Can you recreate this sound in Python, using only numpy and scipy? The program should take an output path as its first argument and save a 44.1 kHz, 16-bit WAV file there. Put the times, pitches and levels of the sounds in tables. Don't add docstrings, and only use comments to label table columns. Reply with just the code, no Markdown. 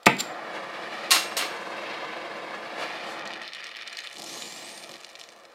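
import sys
import numpy as np
from scipy import signal
from scipy.fft import rfft, irfft
from scipy.io import wavfile
from scipy.ndimage import uniform_filter1d, map_coordinates

SR = 44100
rng = np.random.default_rng(int(sys.argv[2]) if len(sys.argv) > 2 else 0)


def bounce(signal):
    frames = np.transpose(np.atleast_2d(signal))
    limited = np.clip(frames, -1, 1)
    pcm = np.round(limited * 32767).astype(np.int16)
    wavfile.write(sys.argv[1], SR, pcm)


N = 244446
TIME = np.arange(N) / SR
LIT_S = 0.067


def gain_of(db):
    return 10 ** (np.asarray(db) / 20)


def evened(x):
    return x / np.sqrt(np.mean(x ** 2) + 1e-20)


def read(points, hz):
    frequencies, values = np.transpose(points)
    return np.interp(np.log(hz + 1), np.log(frequencies + 1), values)


def follow(rows):
    times, *columns = np.transpose(rows)
    return [np.interp(TIME, times, column) for column in columns]


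def gate(start, end, attack_s, release_s):
    return np.clip((TIME - start) / attack_s, 0, 1) * np.clip(1 - (TIME - end) / release_s, 0, 1)


def add(mix, start_s, sound):
    part = mix[round(start_s * SR):][:len(sound)]
    part += sound[:len(part)]


def noise(spectrum):
    gains = gain_of(read(spectrum, np.fft.rfftfreq(N, 1 / SR)))
    return evened(irfft(rfft(rng.standard_normal(N)) * gains, N))


def colour(x, spectrum, size=4096):
    log_gain = np.log(gain_of(read(spectrum, abs(np.fft.fftfreq(size, 1 / SR)))))
    response = np.exp(np.conj(signal.hilbert(log_gain)))
    taps = np.fft.ifft(response).real[:size // 2]
    return signal.oaconvolve(x, taps / np.linalg.norm(taps))[:N]


def wander(hz):
    smoothing = np.exp(-(np.fft.rfftfreq(N, 1 / SR) / hz) ** 2)
    return evened(irfft(rfft(rng.standard_normal(N)) * smoothing, N))


def burst(decay_s):
    t = TIME[:SR // 10]
    return rng.standard_normal(len(t)) * np.exp(-t / decay_s)


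def ring(tones, detune=.004):
    t = TIME[:SR]
    phases = rng.random(len(tones))
    shifts = 1 + detune * rng.standard_normal(len(tones))
    return sum(gain_of(db - 60 * t / fade_s) * np.sin(2 * np.pi * (hz * shift * t + phase))
               for (hz, db, fade_s), phase, shift in zip(tones, phases, shifts))


# (frequency [Hz], level [dB])
FLOW_COLOUR = [(25, -14), (60, -14), (100, -25), (220, -16.5), (420, 1.5), (700, -0.5), (1200, -3.5),
               (2000, -9.5), (3000, -17.5), (4000, -15), (6500, -26), (15000, -37)]
def gas_flow(level_db=-53):
    return gain_of(level_db) * noise(FLOW_COLOUR)


def flint_stroke(start, length, db, swell_db, grip_s=.0027, slip_s=.0023):
    t = TIME - start
    along = np.clip(t / length, 0, 1)
    grip = np.clip(t / grip_s, 0, 1)
    slip = np.exp(-np.maximum(t - length, 0) / slip_s)
    return grip * gain_of(db + swell_db * (along - 1)) * slip


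# (start [s], length [s], final level [dB], swell on the way [dB])
FLINT_STROKES = [(0.029, 0.0036, -46.5, 3), (.058, .013, -25, -7.5), (0.165, .004, -41, 3),
                 (.182, .027, -22, 19.5)]
# (frequency [Hz], level [dB])
SCRAPE_COLOUR = [(500, -34), (2000, -2.5), (3200, 0), (4700, 3), (6000, -10), (7500, -9), (10000, -13),
                 (16000, -17)]
def striker(cup_hz=7330, cup_decay_s=.0019, cup_db=-1, freed_s=.16, grit_db=1.1, room_db=-11):
    rubbing = gain_of(grit_db * wander(hz=700)) * sum(flint_stroke(*row) for row in FLINT_STROKES)
    keep = np.exp(-2 / (cup_decay_s * SR))
    stored_energy = signal.lfilter([1 - keep], [1, -keep], rubbing ** 2 + 1e-18)
    freed = np.where(TIME > freed_s, 1, .4)
    cup = gain_of(cup_db) * freed * np.sqrt(stored_energy) * np.sin(2 * np.pi * cup_hz * TIME)
    dry = rubbing * noise(SCRAPE_COLOUR) + cup
    return dry + gain_of(room_db) * workshop_echo(dry)


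# (time [s], strength [dB])
THUMPS = [(0.0672, 18), (0.0703, 12)]
# (frequency [Hz], level [dB])
BANG_COLOUR = [(30, -52), (90, -30.5), (140, -1.5), (190, 8), (320, -4), (600, 4), (1450, -5.5),
               (2100, 3.5), (3000, -9), (4500, -22), (7000, -47), (16000, -60)]
# (frequency [Hz], level [dB], time to fade 60 dB [s])
BOOM_TONES = [(139.6, -3, 0.29), (188.5, 5, 0.1), (232, -8, 0.28), (308, 1.5, 0.14), (473, 1, 0.22),
              (866, 13, 0.062), (1200, 9, 0.065), (2140, -5, 0.26)]
def ignition(rush_db=-25, rush_s=.0058, boom_db=-23, room_db=-8):
    blast, boom = np.zeros((2, N))
    for s, db in THUMPS:
        add(blast, s, gain_of([db]))
        add(blast, s, gain_of(db + rush_db) * burst(rush_s))
    add(boom, LIT_S, gain_of(boom_db) * ring(BOOM_TONES))
    dry = colour(blast, BANG_COLOUR)
    return dry + boom + gain_of(room_db) * workshop_echo(dry)


# (frequency [Hz], level [dB])
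RICH_COLOUR = [(30, -25), (70, -35), (110, -19), (150, -16.5), (200, -8), (255, -7.5), (315, 1), (410, -1),
               (660, -0.5), (900, 1), (1250, -4.5), (1550, -3.5), (2200, -11), (5000, -73)]
# (frequency [Hz], level [dB])
LEAN_COLOUR = [(30, -31), (80, -26), (140, -12), (210, -4.5), (260, -2.5), (340, 2.5), (480, -2.5),
               (690, -4.5), (950, -1), (1500, -20.5), (4000, -47)]
def roar(rich_db=-36.5, peak_s=1.5, lean_db=-45.5, lean_start_s=4.12, flutter_db=1.6, murmur_db=-61.5):
    rich_level = rich_db - 1.37 * abs(TIME - peak_s)
    rich = gate(LIT_S, 3.37, attack_s=.15, release_s=.13) * gain_of(rich_level)
    lean_level = lean_db - 5.5 * (TIME - lean_start_s) + flutter_db * wander(hz=20)
    lean = gate(lean_start_s, 4.92, attack_s=.074, release_s=.1) * gain_of(lean_level)
    lean = np.hypot(lean, gain_of(murmur_db))
    return rich * noise(RICH_COLOUR) + lean * noise(LEAN_COLOUR)


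# (time [s], rasp level [dB], hiss level [dB])
TIP_LEVELS = [(.35, -48.5, -63), (1.02, -40, -55.5), (1.68, -44, -55.5), (1.9, -39, -59), (2.3, -44, -59.5),
              (2.7, -45, -60), (2.92, -38, -55.5), (3.17, -44.5, -62.5), (3.5, -40.5, -65),
              (4.07, -42.5, -60), (4.18, -53, -47), (4.32, -47, -44), (4.72, -48.5, -48), (5.1, -54, -57.5),
              (5.52, -62.5, -68.5)]
# (time [s], half length [s], roar change [dB], rasp change [dB], hiss change [dB])
FLARE_UPS = [(.55, 0.036, 0.5, 3, 4.5), (2.818, 0.045, 7, 6, 11), (3.116, 0.058, 1, 0, 9.5),
             (3.326, 0.03, -1, 5, 3), (4.025, .05, -3, 1.5, 6), (4.368, 0.0099, 7, -5, 0),
             (4.93, 0.018, 4.5, -3, 0), (5.21, 0.028, 0, 0, 7)]
# (frequency [Hz], level [dB])
RASP_COLOUR = [(100, -56), (300, -49), (1000, -9), (1550, -3), (1850, 4), (2400, 3.5), (3100, -1.5),
               (4000, -4), (4900, -8.5), (6000, -19.5), (9000, -39), (16000, -68)]
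# (frequency [Hz], level [dB])
HISS_COLOUR = [(100, -50), (1000, -45), (2500, 1.5), (4000, 8), (5500, 4.5), (7000, 2), (9000, -2),
               (11000, -6.5), (14000, -14.5), (16000, -32)]
def flame(hiss_boost_db=1.5, flutter_db=1.0, drift_db=.5, grow_s=.14):
    rasp_db, hiss_db = follow(TIP_LEVELS)
    roar_rise, rasp_rise, hiss_rise = sum(np.outer(rises, np.exp(-((TIME - s) / half_s) ** 2))
                                          for s, half_s, *rises in FLARE_UPS)
    body = gain_of(roar_rise) * roar()
    crackle, fizz = sputtering() * rng.standard_normal((2, N))
    rasp = gain_of(rasp_db + rasp_rise) * colour(crackle, RASP_COLOUR)
    hiss = gain_of(hiss_db + hiss_boost_db + hiss_rise) * colour(fizz, HISS_COLOUR)
    alight = np.clip((TIME - LIT_S) / grow_s, 0, 1)
    flutter = gain_of(flutter_db * wander(hz=35))
    drift = gain_of(drift_db * wander(hz=5))
    return alight * flutter * (body + drift * (rasp + hiss))


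# (time [s], strength [dB], share that is a dull knock [0-1])
BOUNCES = [(1.103, -26, 0), (1.107, -3.5, 0.01), (1.112, 0.5, 0.02), (1.119, 1, 0.06), (1.131, -6, 0.53),
           (1.146, -3.5, 0.32), (1.161, -5, 0.82), (1.368, -8, 0.1), (1.374, -7, 0.06), (1.392, -11, 0.85),
           (1.411, -12.5, 0.8), (1.423, -10.5, 1), (1.45, -19, 1)]
# (frequency [Hz], level [dB])
CLACK_COLOUR = [(30, -11), (120, -28), (300, -15), (700, -7), (1500, -4), (2700, -0.5), (4400, 3),
                (6000, -2.5), (8500, -6.5), (12000, -10.5), (16000, -22)]
# (frequency [Hz], level [dB])
KNOCK_COLOUR = [(30, -45), (120, -43), (300, -1.5), (700, -2), (1200, 0.5), (2600, 0), (4500, -6),
                (9000, -30), (16000, -29)]
# (frequency [Hz], level [dB], time to fade 60 dB [s])
STEEL_TONES = [(1081, -1, 0.22), (1830, -7, 0.26), (1995, -3.5, 0.2), (2766, 3, 0.39), (2780, -2, 0.2),
               (3870, -5, 0.3), (4270, 2, 0.27), (4900, -14, 0.28), (5490, -10.5, 0.6), (6440, -12, 0.6),
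               (6580, -2.5, 0.32), (8470, -9.5, 0.54), (8620, -10, .35), (9100, -1, 0.19),
               (10400, -30, .33), (11406, -2, 0.14), (13300, -21, 0.53)]
def clatter(clack_db=-13.5, clack_s=.0095, ring_db=-29, room_db=-3):
    clacks, knocks, rings = np.zeros((3, N))
    for s, db, dull in BOUNCES:
        add(clacks, s, gain_of(db + clack_db) * np.sqrt(1 - dull) * burst(clack_s))
        add(knocks, s, gain_of(db + clack_db) * np.sqrt(dull) * burst(clack_s))
        add(rings, s, gain_of(db + ring_db) * (1 - dull) * ring(STEEL_TONES))
    dry = colour(clacks, CLACK_COLOUR) + colour(knocks, KNOCK_COLOUR)
    return dry + rings + gain_of(room_db) * workshop_echo(dry)


def sputtering(snaps_per_s=370, snap_s=.0012, spread_db=2.0, ceiling=10):
    sizes = gain_of(spread_db * np.minimum(rng.exponential(1, N), 3))
    snaps = sizes * (rng.random(N) < snaps_per_s / SR)
    power = abs(signal.lfilter([1], [1, -np.exp(-2 / (snap_s * SR))], snaps ** 2))
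    power = np.array([power, power ** 4])
    average = abs(uniform_filter1d(power, SR // 10, axis=1)) + 1e-9
    power = ceiling * np.tanh(power / average / ceiling)
    power /= power.mean(axis=1, keepdims=True)
    calm, unsteady, whistling = .05, .93, .33
    share = calm + (unsteady - calm) * gate(3.15, 5.45, attack_s=.066, release_s=.32)
    share += (whistling - share) * gate(*WHISTLE_SPAN)
    return np.sqrt(1 - share + share * power)


# (time [s], strength [dB])
LOUD_SPITS = [(3.1944, -28.5), (3.256, -28), (3.2752, -24), (3.3354, -28), (3.4186, -29), (3.4334, -31),
              (3.478, -26), (3.5343, -25.5), (3.5488, -24.5), (3.6424, -24), (3.6686, -26), (3.7682, -24),
              (3.8215, -27), (3.8763, -24), (3.929, -24.5), (3.9709, -20.5), (3.9886, -20), (4.004, -27),
              (4.0423, -24), (4.072, -23), (4.1687, -28), (4.5231, -28.5), (4.9401, -29), (5.0466, -27),
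              (5.1538, -32), (5.1968, -29), (5.2131, -27.5), (5.238, -31), (5.2889, -32), (5.4525, -36)]
# (frequency [Hz], level [dB])
SPIT_COLOUR = [(60, -60), (300, -17), (1200, -8), (2000, 0.5), (4000, 5.5), (6000, -2), (9000, -13.5),
               (12000, -22.5), (16000, -36)]
def spits(gain_db=-2.5, decay_s=.0011):
    puffs = np.zeros(N)
    for s, db in LOUD_SPITS:
        add(puffs, s, gain_of(db + gain_db) * burst(decay_s))
    return colour(puffs, SPIT_COLOUR)


WHISTLE_SPAN = (4.245, 4.77, .027, .15)  # (start [s], end [s], fade in [s], fade out [s])
# (time [s], pitch rise [Hz])
OXYGEN_TURNS = [(4.246, 2550), (4.6, 1664)]
def whistle(base_hz=4850, settle_s=.09, width_hz=240, level_db=-47, sag_db_per_s=13, octave_db=-15):
    hz = base_hz + sum(rise * (1 - np.exp(-np.maximum(TIME - s, 0) / settle_s))
                       for s, rise in OXYGEN_TURNS)
    tone = np.exp(2j * np.pi * np.cumsum(hz) / SR)
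    breath = wander(width_hz) + 1j * wander(width_hz)
    octave_breath = wander(2 * width_hz) + 1j * wander(2 * width_hz)
    blowing = gate(*WHISTLE_SPAN) * gain_of(level_db - sag_db_per_s * (TIME - WHISTLE_SPAN[0]))
    last_turn_s = OXYGEN_TURNS[-1][0]
    octave_gain = gain_of(octave_db) * np.clip(1 - (TIME - last_turn_s) / .05, 0, 1)
    return blowing * (breath * tone + octave_gain * octave_breath * tone ** 2).real


# (time [s], delay [ms])
ECHO_DELAYS = [(0.2, 1.64), (0.55, 1.84), (1.05, 1.72), (1.65, 1.91), (2.55, 1.89), (3.0, 1.71),
               (5.4, 1.75)]
def near_echoes(x, near_gain=.4, phase_turn_rad=.93, far_gain=.22, far_ms=5.87):
    def delayed(sound, ms):
        return map_coordinates(sound, [(TIME - ms / 1000) * SR], order=3)
    glancing = (signal.hilbert(x) * np.exp(1j * phase_turn_rad)).real
    near = near_gain * delayed(glancing, follow(ECHO_DELAYS)[0])
    far = far_gain * delayed(x, far_ms)
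    return (x + near + far) / np.sqrt(1 + near_gain ** 2 + far_gain ** 2)


# (frequency [Hz], time to fade 60 dB [s])
ROOM_FADES = [(100, 0.53), (250, 0.46), (700, 0.24), (2500, 0.34), (6000, 0.33), (15000, 0.28)]
def workshop_echo(x, gap_s=.005):
    echoes = rng.standard_normal(SR) * (TIME[:SR] > gap_s)
    hz, t, bands = signal.stft(echoes, SR, nperseg=256)
    fading = gain_of(-60 * t / read(ROOM_FADES, hz)[:, None])
    _, tail = signal.istft(bands * fading, SR, nperseg=256)
    return signal.fftconvolve(x, tail / np.linalg.norm(tail))[:N]


def scene(room_db=-11):
    torch = near_echoes(flame() + spits() + whistle() + gas_flow())
    return (torch + gain_of(room_db) * workshop_echo(torch) + striker() + ignition() + clatter())[None]


def record(dry, low_cut_hz=85, high_cut_hz=15900):
    clipped = np.clip(dry, -.9, .9)
    thinned = signal.sosfilt(signal.butter(2, low_cut_hz, "high", fs=SR, output="sos"), clipped)
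    treble_cut = signal.firwin(401, high_cut_hz, window=("kaiser", 9), fs=SR)
    return signal.oaconvolve(thinned, treble_cut[None], "same")


dry = scene()
out = record(dry)
bounce(out)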